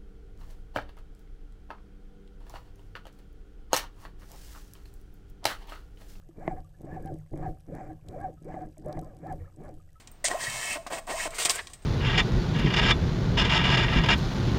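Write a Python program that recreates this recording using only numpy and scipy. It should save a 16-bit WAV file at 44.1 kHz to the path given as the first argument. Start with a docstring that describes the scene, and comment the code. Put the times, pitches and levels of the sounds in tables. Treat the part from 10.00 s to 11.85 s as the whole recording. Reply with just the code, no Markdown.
"""A small thermal receipt printer on a desk in a quiet room, over a low, uneven background noise.
A soft hiss dies away and a faint bright tick sounds. The paper peels off the print head, and the stepper
motor runs three times: step tones sweep through the case resonances, gears whirr and paper rasps in noise.
Then a little motor drives the cutter through the paper: the blade snaps, clacks home and springs back,
the gears chatter as it brakes, and a few small ticks end the sound."""
import sys
import numpy as np
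from scipy import signal
from scipy.fft import rfft, irfft, next_fast_len
from scipy.io import wavfile
from scipy.ndimage import uniform_filter1d, map_coordinates

SR = 44100
rng = np.random.default_rng(int(sys.argv[2]) if len(sys.argv) > 2 else 0)


def transcribe(signal):
    """Save signal, clipped to [-1, 1], as a 16-bit WAV file at the path in sys.argv[1]."""
    frames = np.atleast_2d(signal).T
    limited = np.clip(frames, -1, 1)
    pcm = np.round(limited * 32767).astype(np.int16)
    wavfile.write(sys.argv[1], SR, pcm)


N = 81585
T = np.arange(N) / SR
TOP_HZ = 15800  # band limit of the whole sound

# colour of the blade scraping on paper: hz, relative_db
BLADE_TONE = [(1650, -20), (2800, -1), (4210, -2.5), (4630, 0), (5200, -6.5), (8610, 1.5), (9600, -8.5),
              (11000, -13.5), (14800, -16), (16000, -19)]
# colour of the cutter's gear train: hz, relative_db
TRAIN_TONE = [(150, -55), (250, -20), (447, 1.5), (571, -9), (646, 3.5), (834, -9.5), (912, -3),
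              (1560, -3.5), (1740, -4), (2150, 1.5), (3600, -21), (4680, -32), (7920, -120)]


def amp(db):
    """Decibels to gain."""
    return 10 ** (np.asarray(db) / 20)


def unit(x):
    """Scaled to rms 1."""
    return x / np.sqrt(np.mean(x ** 2) + 1e-20)


def along(points, hz):
    """Read a curve of (hz, value) points on a log frequency axis."""
    f, v = np.transpose(points)
    return np.interp(np.log(hz + 1), np.log(f + 1), v)


def curves(rows, fade_s=0.0052):
    """An on-off gate over the rows' span, fading just outside it, then each column per sample."""
    s, *cols = np.transpose(rows)
    gate = np.clip(np.minimum(T - s[0], s[-1] - T) / fade_s + 1, 0, 1)
    return [gate] + [np.interp(T, s, c) for c in cols]


def wobble(rate):
    """A smooth random curve, rate knots a second."""
    return map_coordinates(rng.standard_normal(int(N * rate / SR) + 4), [T * rate])


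def filtered(x, response):
    """x shaped by a gain for each frequency."""
    m = next_fast_len(N + SR // 2)
    return irfft(rfft(x, m) * response(np.fft.rfftfreq(m, 1 / SR)), m)[:N]


def noise(tone, grain_db=0):
    """Coloured noise of rms 1, clumped into millisecond grains."""
    grains = amp(grain_db * wobble(1200))
    return unit(filtered(rng.standard_normal(N) * grains, lambda hz: amp(along(tone, hz))))


def cycle(hz):
    """Running phase of a frequency curve."""
    return 2 * np.pi * np.cumsum(hz) / SR


def sine(hz):
    """A steady tone of peak 1."""
    return np.sin(2 * np.pi * hz * T)


def decay(s, t60, attack_s=0.00045):
    """Envelope of a blow at time s: a quick rise, then an exponential fall of 60 dB in t60 seconds."""
    t = np.maximum(T - s, 0)
    return amp(-60 * t / t60) * (1 - np.exp(-t / attack_s))


def background():
    """A low noise floor whose level drifts slightly."""
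    # colour of the floor: hz, relative_db
    floor_tone = [(12, -68), (20, 8), (36, -10.5), (130, -17), (248, -24), (367, -26.5), (434, -28.5),
                  (802, -28.5), (1000, -32.5), (5850, -45.5), (7730, -49.5), (10200, -60), (16000, -50)]
    return amp(-49.5 + 0.4 * wobble(11.6)) * noise(floor_tone)


def opening_hiss():
    """A soft noise that dies away from the very start."""
    mix = noise(BLADE_TONE) + 0.89 * noise(TRAIN_TONE)
    return amp(-54.5) * mix * decay(0, t60=0.17)


def room(x):
    """The room's tail is decaying noise; each frequency dies at its own speed."""
    # reverberation: hz, t60_s
    room_t60 = [(200, 0.75), (2000, 0.38), (8000, 0.47), (15000, 0.44)]
    hz, t, z = signal.stft(rng.standard_normal(SR * 2 // 3), SR, nperseg=256)
    fading = z * amp(-60 * t / along(room_t60, hz)[:, None])
    tail = signal.istft(fading, SR, nperseg=256)[1]
    tail[:SR // 250] = 0  # 4 ms before the first reflections
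    return signal.fftconvolve(x, tail / np.linalg.norm(tail))[:N]


def faint_tick():
    """A tiny bright burst of noise with a thin, longer ring."""
    # colour of the tick: hz, relative_db
    tick_tone = [(6000, -37), (8500, 15), (10000, -19), (13000, -9), (15300, 10)]
    start_s = 0.115
    burst = amp(-40) * noise(tick_tone) * decay(start_s, t60=0.029)
    return burst + amp(-58) * decay(start_s, t60=0.17) * sine(8550)


def bump():
    """A soft low thud of slow-rising noise as the paper gathers speed."""
    # colour of the thud: hz, relative_db
    bump_tone = [(20, -30), (90, -14), (117, 8), (170, -2), (260, -12.5), (600, -50)]
    return amp(-41) * decay(0.47, t60=0.32, attack_s=0.0067) * noise(bump_tone)


def peel():
    """A short gritty rasp as the paper tears free of the head and starts to move."""
    # loudness before the trim: time_s, level_db
    peel_levels = [(0.242, -37), (0.254, -24.5), (0.278, -29.5), (0.292, -59)]
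    # colour of the rasp: hz, relative_db
    peel_tone = [(470, -62), (800, -29), (1070, -36), (1570, -10), (1700, -16), (1850, -2.5), (2150, -3),
                 (2410, -16), (2950, -9.5), (5180, -8), (8440, 0), (10100, -21.5), (16000, -44)]
    trim_db = 1.5
    on, level_db = curves(peel_levels, fade_s=0.00024)
    return on * amp(level_db + trim_db) * noise(peel_tone, grain_db=-1.5)


def brake():
    """The cutter's gears chatter to a halt in grainy noise."""
    # loudness of the chatter: time_s, level_db
    brake_levels = [(1.582, -40.5), (1.593, -33), (1.603, -35.5), (1.618, -58)]
    # colour of the chatter: hz, relative_db
    brake_tone = [(240, -40), (400, -36), (1070, -2.5), (1410, -5), (1510, -4), (1910, 5), (2370, -7.5),
                  (3640, -5.5), (6000, -20), (7800, -54), (13200, -120)]
    on, level_db = curves(brake_levels)
    return on * amp(level_db) * noise(brake_tone, grain_db=1)


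def cutter():
    """A motor tone and gear noise push the scraping blade through the paper and draw it back."""
    # the stroke: time_s, blade_scrape_db, gear_train_db
    stroke = [(1.322, -56, -47.5), (1.342, -52, -43), (1.346, -40, -48), (1.381, -43.5, -41.5),
              (1.386, -31, -35), (1.425, -30, -37), (1.44, -32, -43), (1.485, -50, -37), (1.505, -23, -32),
              (1.53, -42.5, -46), (1.56, -39, -39), (1.582, -45, -43), (1.612, -67, -42)]
    # the motor's tone, its pitch jittered below: time_s, pitch_hz, level_db
    motor = [(1.33, 936, -52), (1.4, 1524, -67), (1.52, 1503, -50), (1.55, 1523, -43.5),
             (1.58, 1630, -43.5), (1.61, 1620, -49)]
    stroke_on, blade_db, train_db = curves(stroke, fade_s=0.0064)
    blade = amp(blade_db) * noise(BLADE_TONE, grain_db=1.0)
    train = amp(train_db) * noise(TRAIN_TONE, grain_db=2.5)

    motor_on, pitch_hz, level_db = curves(motor, fade_s=0.01)
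    phase = cycle(pitch_hz * (1 + 0.0046 * wobble(110.8)))
    return stroke_on * (blade + train) + motor_on * amp(level_db) * np.sin(phase)


def clacks():
    """Blows of the blade and ticks of mechanism and paper: three noise bands and a ring of steel modes."""
    # the blows: start_s, low_db, middle_db, high_db, t60_s (of the middle and high body)
    blows = [(0.073, -56, -45, -50, 0.036), (0.2436, -62, -37, -25.5, 0.062), (.437, -36, -32, -46, 0.079),
             (0.499, -33, -32, -31, 0.019), (0.8669, -36, -41, -46.5, 0.083),
             (.985, -30.5, -39, -39, 0.017), (1.069, -65, -49, -45, .02), (1.306, -52, -47, -43, 0.056),
             (1.4504, -50, -23, -23, .022), (1.4538, -26, -21, -22, 0.055), (1.4567, -28, -22, -24, 0.04),
             (1.4665, -32, -32, -33, .025), (1.492, -49, -38, -29, 0.029), (1.4962, -31, -24, -21.5, 0.04),
             (1.5012, -39, -28, -30, 0.07), (1.513, -39, -32, -32, .04), (1.5525, -54, -47, -28, 0.016),
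             (1.5571, -42, -41, -26, .028), (1.671, -59, -38.5, -43, 0.032),
             (1.699, -53.5, -55, -54.5, 0.14), (1.734, -58, -46, -41, 0.073), (1.821, -63, -62, -59, 0.15)]
    # modes of the steel parts: pitch_hz, relative_db, t60_s
    steel = [(711, -7, .09), (1075, -3, .08), (1885, -1, .09), (2476, -6, .09), (2762, 0, .05),
             (3208, -3, .09), (3850, -2, .07), (4950, -2, .06), (5555, -4, .05), (7267, -3, .055),
             (7800, -4, .06), (8440, -2, .07), (8900, -4, .07)]
    # colours of the three bands: hz, relative_db
    low_tone = [(100, -6.5), (250, 2), (480, 0), (700, 10), (900, -8), (1080, 9), (1300, -6), (1900, 2),
                (2600, -21)]
    mid_tone = [(1400, -17), (2300, 0), (3800, 0.5), (5400, -0.5), (7000, 0), (9000, -67)]
    high_tone = [(4500, -83), (7000, -2.5), (8700, 6), (10000, -18), (16000, -15.5)]
    ring_db, ring_scatter_db = -13, 4.0  # ring level against the middle band
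    crack_db, crack_t60 = -6, 0.0047
    out = np.zeros(N)
    for start_s, low_db, mid_db, high_db, t60 in blows:
        out += amp(low_db) * noise(low_tone) * decay(start_s, 0.84 * t60)
        upper_bands = amp(mid_db) * noise(mid_tone) + amp(high_db) * noise(high_tone)
        crack = amp(crack_db) * decay(start_s, crack_t60, attack_s=0.0001)
        out += upper_bands * (decay(start_s, t60) + crack)
        for hz, mode_db, ring_t60 in steel:
            gain = amp(mid_db + ring_db + mode_db + rng.normal(0, ring_scatter_db))
            tone = np.sin(2 * np.pi * (hz * T + rng.random()))
            out += gain * decay(start_s, ring_t60) * tone
    return out


def snaps():
    """Very short, bright noise cracks as the blade snaps through the paper, then off its stop."""
    # the cracks: start_s, level_db, centre_hz
    cracks = [(1.4504, -16, 7900), (1.4959, -12.5, 5100)]
    width_octaves = 0.33

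    def band(centre_hz):
        """Blade noise narrowed around one frequency."""
        def response(hz):
            octaves_off = np.log2((hz + 1) / centre_hz)
            return amp(along(BLADE_TONE, hz)) / (1 + (octaves_off / width_octaves) ** 4)
        return unit(filtered(rng.standard_normal(N), response))

    return sum(amp(level_db) * band(centre_hz) * decay(start_s, t60=0.016, attack_s=0.0001)
               for start_s, level_db, centre_hz in cracks)


def rotor():
    """Noise knocks as the coils switch on; after each run a ring that ends as the coils let go."""
    # jerks of the rotor: start_s, level_db
    kicks = [(0.242, -25.5), (0.865, -30.5), (0.905, -35), (1.076, -41)]
    # rings after the runs: start_s, level_db
    stops = [(.778, -32.5), (.99, -45), (1.281, -36.5)]
    # colour of a knock: hz, relative_db
    kick_tone = [(150, -44), (420, -40), (570, 4), (760, 4.5), (900, -11), (1060, 0.5), (1350, -11),
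                 (1900, -4.5), (2600, -11.5), (3600, -40)]
    ring_hz, ring_t60 = 660.5, 0.26
    hold_s, release_s = 0.039, 0.0047  # the coils hold the rotor this long, then let go
    out = np.zeros(N)
    for start_s, level_db in kicks:
        out += amp(level_db) * noise(kick_tone) * decay(start_s, t60=0.066)
    for start_s, level_db in stops:
        held = np.exp(-np.maximum(T - start_s - hold_s, 0) / release_s)
        ring = np.sin(2 * np.pi * ring_hz * (T - start_s))
        out += amp(level_db) * decay(start_s, ring_t60, attack_s=0.0044) * held * ring
    return out


def case(x):
    """The case passes the vibration on and rings at its resonances."""
    # resonances: pitch_hz, gain_db, t60_s
    modes = [(657.6, 4, 0.25), (1058, 10.5, 0.12), (1914, 8, 0.09)]
    ring = np.zeros(N)
    for hz, gain_db, t60 in modes:
        rate = np.log(1000) / t60  # decay per second
        ring += amp(gain_db) * 2 * rate / SR * np.exp(-rate * T) * np.cos(2 * np.pi * hz * T)
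    return x + signal.fftconvolve(x, ring)[:N]


def whine(rate):
    """Sine tones of motor and gears, wavering in level and pitch, sing while the step rate is high."""
    # tones at full speed: pitch_hz, mean_rms_db
    tones = [(1314, -57), (1752, -46), (2190, -47), (2627, -49.5), (3110, -56), (5662, -51.5)]
    singing = uniform_filter1d(1. * (rate > 1810), size=900)  # steps per s; smoothed over 20 ms
    out = np.zeros(N)
    for hz, level_db in tones:
        level = amp(level_db + 2 * wobble(29.64)) * np.sqrt(2)
        out += level * np.sin(cycle(hz * (1 + 0.001 * wobble(82.6))))
    return singing * out


def motor_steps(rate, phase, drive_db):
    """Each step is a stack of harmonics; at high rates the steps blur into a plain tone."""
    # colour of the harmonics: hz, relative_db
    step_tone = [(100, -15), (230, -9), (310, -6), (440, -5), (650, 2.5), (850, -1), (1060, -9.5),
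                 (1300, -12), (1600, -6.5), (2000, -17), (2700, -19), (4000, -17.5), (9000, -33)]
    trim_db, rough_db, uneven = -0.5, 2.5, 0.45
    overtone_gain = 1 / (1 + (rate / 500) ** 8)  # fades above 500 steps per s
    buzz = np.zeros(N)
    for k in range(1, 25):
        level = amp(along(step_tone, k * rate)) * (k * rate < TOP_HZ)
        if k > 1:
            level = level * overtone_gain
        buzz += level * np.cos(k * phase + 2 * np.pi * rng.random())
    strength = amp(drive_db + trim_db + rough_db * wobble(250))
    # every other step is weaker
    return strength * (1 + uneven * overtone_gain * np.cos(phase / 2)) * buzz


def rubbing(levels, phase):
    """Noise of paper, gears and platen roller, pulsing in time with the motor steps."""
    # colours of the rubbing parts: hz, relative_db
    paper_tone = [(1650, -27), (2800, -15), (3100, -2.5), (3460, -8), (5130, -5.5), (5520, -6.5),
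                  (5980, -6.5), (7390, -2.5), (8610, -0.5), (8990, -2), (10400, -31.5), (12500, -20.5),
                  (16000, -19.5)]
    gear_tone = [(1100, -22), (1480, -13), (1640, -1.5), (1830, -3), (1900, 11.5), (1975, -11),
                 (2070, -0.5), (2150, -8), (2500, -38)]
    upper_gear_tone = [(1700, -31), (2050, -3), (2200, 5.5), (2380, -4.5), (2480, -1), (2630, 6),
                       (2850, -8), (3100, -0.5), (3500, -37), (4400, -30)]
    roller_tone = [(150, -44), (260, -25), (370, -19), (436, -9), (514, -14), (610, 0), (740, 0), (800, -6),
                   (1060, -1), (1400, -15), (2200, -27.5)]
    on, paper_db, gear_db, upper_db = curves(levels)
    # each level has its own fixed trim
    paper = amp(paper_db - 1) * noise(paper_tone, grain_db=1.0)
    gears = amp(gear_db - 6.5) * noise(gear_tone, grain_db=4)
    upper_gears = amp(upper_db - 3.5) * noise(upper_gear_tone, grain_db=2.5)
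    roller = amp(-43.5) * noise(roller_tone)
    return on * (1 + 0.25 * np.cos(phase)) * (paper + gears + upper_gears + roller)


def feed():
    """Motor steps shake the case in three runs while gears, roller and paper rub along with them."""
    # motor runs, before jitter and trim: time_s, rate_steps_per_s, drive_db
    runs = [
        [(.243, 110, -61), (.295, 141, -44), (.314, 348, -34), (.333, 382, -36), (.341, 470, -34.5),
         (.347, 575, -28), (.357, 704, -29), (.366, 755, -34), (.376, 920, -56), (.42, 1710, -52),
         (.455, 1870, -44), (.47, 1910, -22), (.495, 1820, -41), (.52, 2620, -58), (.73, 2900, -60),
         (.748, 1000, -60), (.756, 310, -36), (.774, 302, -38.5)],
        [(.903, 135, -50), (.922, 188, -41), (.936, 330, -31.5), (.955, 338, -47), (.975, 218, -40),
         (.992, 133, -54)],
        [(1.076, 131.4, -48), (1.095, 201, -38), (1.112, 325, -32.5), (1.128, 411, -39.5), (1.14, 590, -33),
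         (1.155, 690, -32), (1.164, 760, -50), (1.184, 1060, -32), (1.19, 1860, -34), (1.202, 1895, -23),
         (1.216, 1880, -41), (1.222, 2530, -56), (1.247, 2400, -44), (1.256, 337, -36.5), (1.276, 293, -34.5)],
    ]
    # rubbing in each run, before the trims: time_s, paper_rasp_db, gear_whirr_db, upper_gear_whirr_db
    rub_levels = [
        [(0.284, -29, -48, -36), (0.298, -49, -42, -52), (0.316, -37.5, -27, -43), (0.328, -48, -40.5, -50),
         (0.378, -50.5, -41, -47), (0.414, -35.5, -31.5, -40), (0.428, -37, -31.5, -46),
         (0.44, -35.5, -33.5, -41), (0.474, -39, -33.5, -41.5), (0.494, -40, -41, -42),
         (0.552, -36.5, -32, -39), (0.59, -38, -41.5, -42), (0.63, -36.5, -32.5, -38.5),
         (0.69, -36.5, -42.5, -37.5), (0.716, -35.5, -34, -31.5), (0.746, -35.5, -35.5, -36),
         (0.778, -55, -51, -47)],
        [(0.903, -54, -57, -60), (0.931, -37.5, -39, -38), (0.967, -44, -40, -45), (0.987, -45, -46, -41),
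         (0.998, -49, -39, -57)],
        [(1.075, -49.5, -51, -54), (1.109, -38, -44, -34.5), (1.125, -40.5, -31, -49), (1.155, -43, -48, -43),
         (1.179, -38, -40.5, -39), (1.199, -36.5, -26.5, -36), (1.249, -35, -40, -34), (1.271, -42.5, -41, -39),
         (1.28, -48, -39, -55)],
    ]
    steps, rub = np.zeros((2, N))
    for run, levels in zip(runs, rub_levels):
        on, rate, drive_db = curves(run)
        jitter = 0.02802 * wobble(300) * np.minimum(1, 600 / rate)  # less at high rates
        phase = cycle(rate * (1 + jitter))
        steps += on * motor_steps(rate, phase, drive_db)
        rub += rubbing(levels, phase) + whine(rate)
    return case(steps) + rub


def scene():
    """The printer, the room's answer, the opening hiss and the background."""
    paper_feed = feed() + rotor() + peel() + bump()
    cutting = cutter() + brake() + clacks() + snaps()  # clacks also hold the ticks before the cut
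    printer = paper_feed + cutting + faint_tick()
    return (printer + amp(-14.5) * room(printer) + background() + opening_hiss())[None]


def record(dry):
    """The highest peaks are rounded off; nothing is kept above the band limit."""
    ceiling, hardness = 0.36, 6
    rounded = dry / (1 + np.abs(dry / ceiling) ** hardness) ** (1 / hardness)
    return np.array([filtered(x, lambda hz: hz < TOP_HZ) for x in rounded])


dry = scene()
out = record(dry)
transcribe(out)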